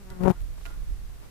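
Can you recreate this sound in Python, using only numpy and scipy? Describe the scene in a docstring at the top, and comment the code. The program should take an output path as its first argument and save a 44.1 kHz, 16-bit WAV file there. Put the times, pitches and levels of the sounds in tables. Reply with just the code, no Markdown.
"""An open pasture, heard at the two microphone ports of a camera. Over a steady hiss, light wind
rumbles as turbulent pressure on each port. Fingers rustle on the camera by friction, and small
impacts click and ring in its body. A fly, radiating one pressure pulse per wingbeat, buzzes closer,
skims the left port with a puff of air and lands; a moment later its wings tick five times."""
import sys
import numpy as np
from scipy import signal
from scipy.fft import rfft, irfft
from scipy.io import wavfile
from scipy.ndimage import uniform_filter1d

SR = 44100
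rng = np.random.default_rng(int(sys.argv[2]) if len(sys.argv) > 2 else 0)


def inscribe(sig):
    """Save sig as 16-bit PCM at rate SR to the path in sys.argv[1].

    A 1-D sig is mono; a 2-D sig holds one channel per row.
    Samples are clipped to [-1, 1] before scaling.
    """
    pcm = np.round(np.clip(np.atleast_2d(sig).T, -1, 1) * 32767)
    wavfile.write(sys.argv[1], SR, pcm.astype(np.int16))


N = 57330
T = np.arange(N) / SR


def amp(db):
    """Amplitude ratio of a level in decibels."""
    return 10 ** (np.asarray(db) / 20)


def curves(rows):
    """Linear interpolation in time, one curve per column after the first."""
    times, *columns = np.transpose(rows)
    return [np.interp(T, times, column) for column in columns]


def bell(centre_s, width_s):
    """Gaussian envelope, falling to 1/e at width_s from its centre."""
    return np.exp(-((T - centre_s) / width_s) ** 2)


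def gain_at(spectrum, hz):
    """Gain of a spectrum, its level interpolated over log frequency."""
    f, db = np.transpose(spectrum)
    return amp(np.interp(np.log(hz + 1), np.log(f), db))


def noise(spectrum):
    """Spectrally shaped Gaussian noise of unit rms, uncorrelated between the ports."""
    white = rfft(rng.standard_normal((2, N)))
    x = irfft(white * gain_at(spectrum, np.fft.rfftfreq(N, 1 / SR)), N)
    return x / x.std()


def drift(hz):
    """Random modulation: noise of unit rms, low-passed at hz."""
    x = irfft(rfft(rng.standard_normal(N)) / (1 + (np.fft.rfftfreq(N, 1 / SR) / hz) ** 4), N)
    return x / x.std()


# Spectrum of the steady air and hiss: f/Hz, relative density/dB
AIR_SPECTRUM = [(30, 16.5), (120, 18.5), (200, 12), (800, 2), (1500, 0), (3000, -4.5), (12000, -9),
                (15500, -11.5)]

def air(level_db=-51.5):
    """Stationary broadband noise forms the ambient floor."""
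    return amp(level_db) * noise(AIR_SPECTRUM)


# Gust envelope, ahead of each port's gain: t/s, level/dB
GUST_LEVELS = [(0, -49), (.12, -40), (.34, -46.5), (.4, -29.5), (.45, -30), (.6, -39.5), (.66, -35),
               (.73, -36.5), (.83, -29.5), (.86, -38), (.91, -24), (.96, -36), (1.06, -34.5), (1.14, -41),
               (1.3, -46.5)]
# Spectra of the wind rumble and of the small eddies: f/Hz, relative density/dB
RUMBLE_SPECTRUM = [(5, 3), (20, -4), (32, 10.5), (50, 1.5), (120, -21), (1500, -107)]
EDDY_SPECTRUM = [(40, -4), (115, 0), (180, -15), (1500, -42.5)]

def wind(left_db=-4, right_db=2, eddy_db=-54, eddy_follow=0.64):
    """Turbulent pressure: gusts buffet each port separately, and small eddies partly follow them."""
    gust_db, = curves(GUST_LEVELS)
    buffet = noise(RUMBLE_SPECTRUM)
    buffet /= np.sqrt(uniform_filter1d(buffet ** 2, size=4000, axis=1))  # the gusts alone set its level
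    eddies = noise(EDDY_SPECTRUM) * amp(eddy_db + eddy_follow * (gust_db - gust_db.mean()))
    return buffet * amp(gust_db) * amp([[left_db], [right_db]]) + eddies


# Scuffs of the fingers: t/s, half-width/s, level/dB, left minus right/dB
SCUFFS = [(.58, .006, -52, 6), (.612, .006, -51, 6), (1.243, .027, -52.5, 2)]
# Spectra of the rustle and of the bright fizz in slides and clicks: f/Hz, relative density/dB
RUSTLE_SPECTRUM = [(80, -8), (330, 0), (1100, -8), (5000, -26), (15000, -30)]
FIZZ_SPECTRUM = [(300, -43), (2800, 2.5), (4500, 2), (14000, -3.5), (15500, -24)]

def grip(slide_s=0.67, slide_width_s=0.072, slide_db=-56):
    """Friction noise: fingers rustle and slide softly on the camera."""
    scuffs = sum(amp([[db + pan_db / 2], [db - pan_db / 2]]) * bell(at_s, width_s)
                 for at_s, width_s, db, pan_db in SCUFFS)
    slide = amp(slide_db) * np.exp(-abs(T - slide_s) / slide_width_s)
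    return scuffs * noise(RUSTLE_SPECTRUM) + slide * noise(FIZZ_SPECTRUM)


# Normal modes of the camera body: f/Hz, relative level/dB, T60/s
CASING_MODES = [(409, -8, .1), (684, -3, .13), (950, -10, .2), (1420, 4, .17), (2005, -10, .2)]

def casing(age, detune=0.0037):
    """Free vibration: damped modes, slightly detuned on each tap, with a random phase at each port."""
    ring = np.zeros((2, N))
    for hz, db, t60 in CASING_MODES:
        cycles = hz * rng.normal(1, detune) * age + rng.random((2, 1))
        ring += amp(db - 60 * age / t60) * np.sin(2 * np.pi * cycles)
    return ring


# Clicks: t/s, left snap/dB, right snap/dB, ring gain/dB, thud gain/dB, brightness (0-1)
HANDLING_CLICKS = [(0.1016, -41.5, -39, -49, -42.5, 0.76), (0.1102, -56, -55, -63, -46, 0.9),
                   (.2345, -38, -30.5, -51, -27.5, 0.3), (0.36, -61, -55, -59.5, -44, 0.3),
                   (0.6541, -41, -30, -50, -75, 0.2), (.661, -37, -33, -54, -64, 0.12),
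                   (0.702, -63, -53, -52.5, -46.5, 0.4)]
# Spectra of a dull snap and of the body's diffuse rattle: f/Hz, relative density/dB
SNAP_SPECTRUM = [(200, -22), (900, 0.5), (1500, 8.5), (3000, 1.5), (8000, -19), (15000, -17)]
RATTLE_SPECTRUM = [(150, 1.5), (700, -3), (1420, -2.5), (6000, -35), (15000, -23)]

def handling(rise_s=0.00081, snap_decay_s=0.0028, rattle_decay_s=0.069, thud_hz=123, thud_decay_s=0.028):
    """Impact excitation: each snap sets the camera body ringing and thudding with exponential decay."""
    dull, fizz, rattle = noise(SNAP_SPECTRUM), noise(FIZZ_SPECTRUM), amp(-3) * noise(RATTLE_SPECTRUM)
    body_gain = amp([[-2.5], [0]])  # ring and thud are weaker on the left
    out = np.zeros((2, N))
    for at_s, left_db, right_db, ring_db, thud_db, bright in HANDLING_CLICKS:
        age = np.maximum(T - at_s, 0)
        burst = (1 - bright) * dull + bright * fizz
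        snap = amp([[left_db], [right_db]]) * burst * np.exp(-age / snap_decay_s)
        modes = casing(age) + casing(age)  # two detuned sets interfere
        ring = amp(ring_db) * (rattle * np.exp(-age / rattle_decay_s) + modes)
        thud = amp(thud_db) * np.sin(2 * np.pi * thud_hz * age) * np.exp(-age / thud_decay_s)
        out += np.minimum(age / rise_s, 1) * (snap + (ring + thud) * body_gain)
    return out


# Spectrum of wing contact: f/Hz, relative density/dB
CONTACT_SPECTRUM = [(300, 29.5), (1500, -11), (2800, 11.5), (5000, 5), (13000, 10), (16000, -17)]

def wing_contact(start_s=0.4003, rate_hz=179, count=5, tick_db=-31.5, decay_s=0.0004, scrape_db=-38):
    """Contact noise at the left port: the wings scrape on landing, then tick, swelling and fading."""
    scrape = amp(scrape_db) * bell(centre_s=0.3135, width_s=0.004)
    beats = (T - start_s) * rate_hz
    swell = np.sin(np.pi * (np.floor(beats) + 1) / (count + 1)) * (beats >= 0) * (beats < count)
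    tick_age = (beats % 1) / rate_hz
    ticks = amp(tick_db) * swell * np.exp(-tick_age / decay_s)
    return (scrape + ticks) * noise(CONTACT_SPECTRUM) * [[1], [0]]


PASS_S = 0.2545  # the fly crosses the left port

def downwash(puff_width_s=0.0042, puff_db=-16, slap_s=0.2578, slap_hz=496, slap_db=-9):
    """Near-field flow: the fly's air pushes, then pulls, on the left port; a passing wing tip slaps."""
    position = (T - PASS_S) / puff_width_s
    puff = -amp(puff_db) * position * np.exp((1 - position ** 2) / 2)
    slap = amp(slap_db) * np.cos(2 * np.pi * slap_hz * (T - slap_s)) * bell(slap_s, width_s=0.00074)
    return (puff + slap) * [[1], [0]]


# Wingbeat fundamental: t/s, f/Hz
WINGBEAT_PITCH = [(0, 203), (.025, 202), (.045, 184.7), (.11, 189.2), (.165, 185.2), (.21, 178.3),
                  (.25, 187.2), (.295, 186.2), (.315, 177)]
# Fly-by: t/s, left gain/dB, right gain/dB, overtone gain/dB, roughness (0-1)
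FLY_BY = [(0, -50.5, -53.5, -12, 0), (.055, -49, -61.5, -14, 0), (.1, -48.5, -63, -5, 0.07),
          (.155, -41.5, -75, -11.5, 0.14), (.2, -32, -51, -16, 0), (.222, -23.5, -71, -9.5, .1),
          (.245, -20.5, -73, -9.5, 0.31), (.26, -20.5, -68, -1.5, 0.4), (.281, -20, -50, 3, 0.13),
          (.297, -16, -47, -8, 0.36), (.309, -16, -56, -5.5, 0.59), (.32, -26, -49, -10, 0.36),
          (.328, -55, -64, 4.5, 0.53)]
# Spectral envelope of a wing stroke: f/Hz, relative level afar/dB, relative level close up/dB
STROKE_SPECTRA = [(176, -2.5, 1), (372, -2.5, -2.5), (545, -8.5, -4.5), (715, -6, -10), (948, -2, -13),
                  (1115, -4, -19.5), (1340, -10, -22), (1730, -11.5, -29.5), (2700, -39, -40.5),
                  (4330, -35, -51)]
# Notch that turns the buzz hollow as the fly settles: t/s, gain at its centre/dB
HOLLOW_NOTCH = [(.281, 0), (.289, -9.5), (.302, -13), (.312, -13.5)]
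# Spectrum of the air torn by the wings: f/Hz, relative density/dB
SWISH_SPECTRUM = [(40, -9), (130, 11), (300, -3), (550, 3.5), (900, -0.5), (1600, -13), (3000, -24.5),
                  (6000, -27.5), (13000, -31), (16000, -41)]

def fly(jitter=0.0072, flutter_hz=123, notch_hz=535, notch_width_hz=54, swish_db=-11.5, sway_db=1.8):
    """Periodic wing forces radiate a harmonic series; close up, turbulence adds a swish on each beat."""
    pitch, = curves(WINGBEAT_PITCH)
    left_db, right_db, overtones_db, roughness = curves(FLY_BY)
    hollow_db, = curves(HOLLOW_NOTCH)
    near_db, near_span_db = -26, 9.5  # where the wings' own air flow reaches the port
    nearness = (1.5 + np.tanh((left_db - near_db) / near_span_db)) / 2
    nearest_beat_s, crossing_s, fade_s = 0.2599, 0.001, 0.031
    phase = 2 * np.pi * np.cumsum(pitch * (1 + jitter * drift(flutter_hz))) / SR
    phase -= np.interp(nearest_beat_s, T, phase)  # one beat falls right over the port
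    # Even harmonics change sign: the pulses suck on the way in and push once past the port.
    even_shift = np.pi / 2 * (np.tanh((T - PASS_S) / crossing_s) - 1)
    afar = [(hz, db) for hz, db, _ in STROKE_SPECTRA]
    close = [(hz, db) for hz, _, db in STROKE_SPECTRA]
    buzz = np.zeros(N)
    for k in range(1, 25):
        hz = k * pitch
        strength = gain_at(afar, hz) ** (1 - nearness) * gain_at(close, hz) ** nearness
        notch_db = hollow_db * np.exp(-((hz - notch_hz) / notch_width_hz) ** 2)
        tilt_db = overtones_db * min(np.log2(k) / 2, 1)
        flutter = roughness * np.sqrt(k + 1) / 2 * (drift(flutter_hz) + 1j * drift(flutter_hz))
        partial = (1 + flutter) * np.exp(1j * (k * phase + (k % 2 == 0) * even_shift))
        buzz += strength * amp(tilt_db + notch_db) * partial.real
    pulses = np.exp(0.9 * np.cos(phase))
    swish = nearness * amp(swish_db) * noise(SWISH_SPECTRUM) * pulses / np.sqrt(np.mean(pulses ** 2))
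    sway = amp(sway_db * drift(hz=57))
    landed_s = FLY_BY[-1][0]
    fade = np.clip(1 - (T - landed_s) / fade_s, 0, 1)
    return (np.sqrt(2) * buzz + swish) * amp([left_db, right_db]) * sway * fade


def scene():
    """Linear superposition of the background, the camera noises and the fly."""
    return air() + wind() + grip() + handling() + wing_contact() + downwash() + fly()


def record(dry):
    """Band limiting: a linear-phase low-pass filter removes the highest treble."""
    lowpass = signal.firwin(401, cutoff=15300, window=("kaiser", 9), fs=SR)
    return signal.oaconvolve(dry, lowpass[None], "same")


dry = scene()
out = record(dry)
inscribe(out)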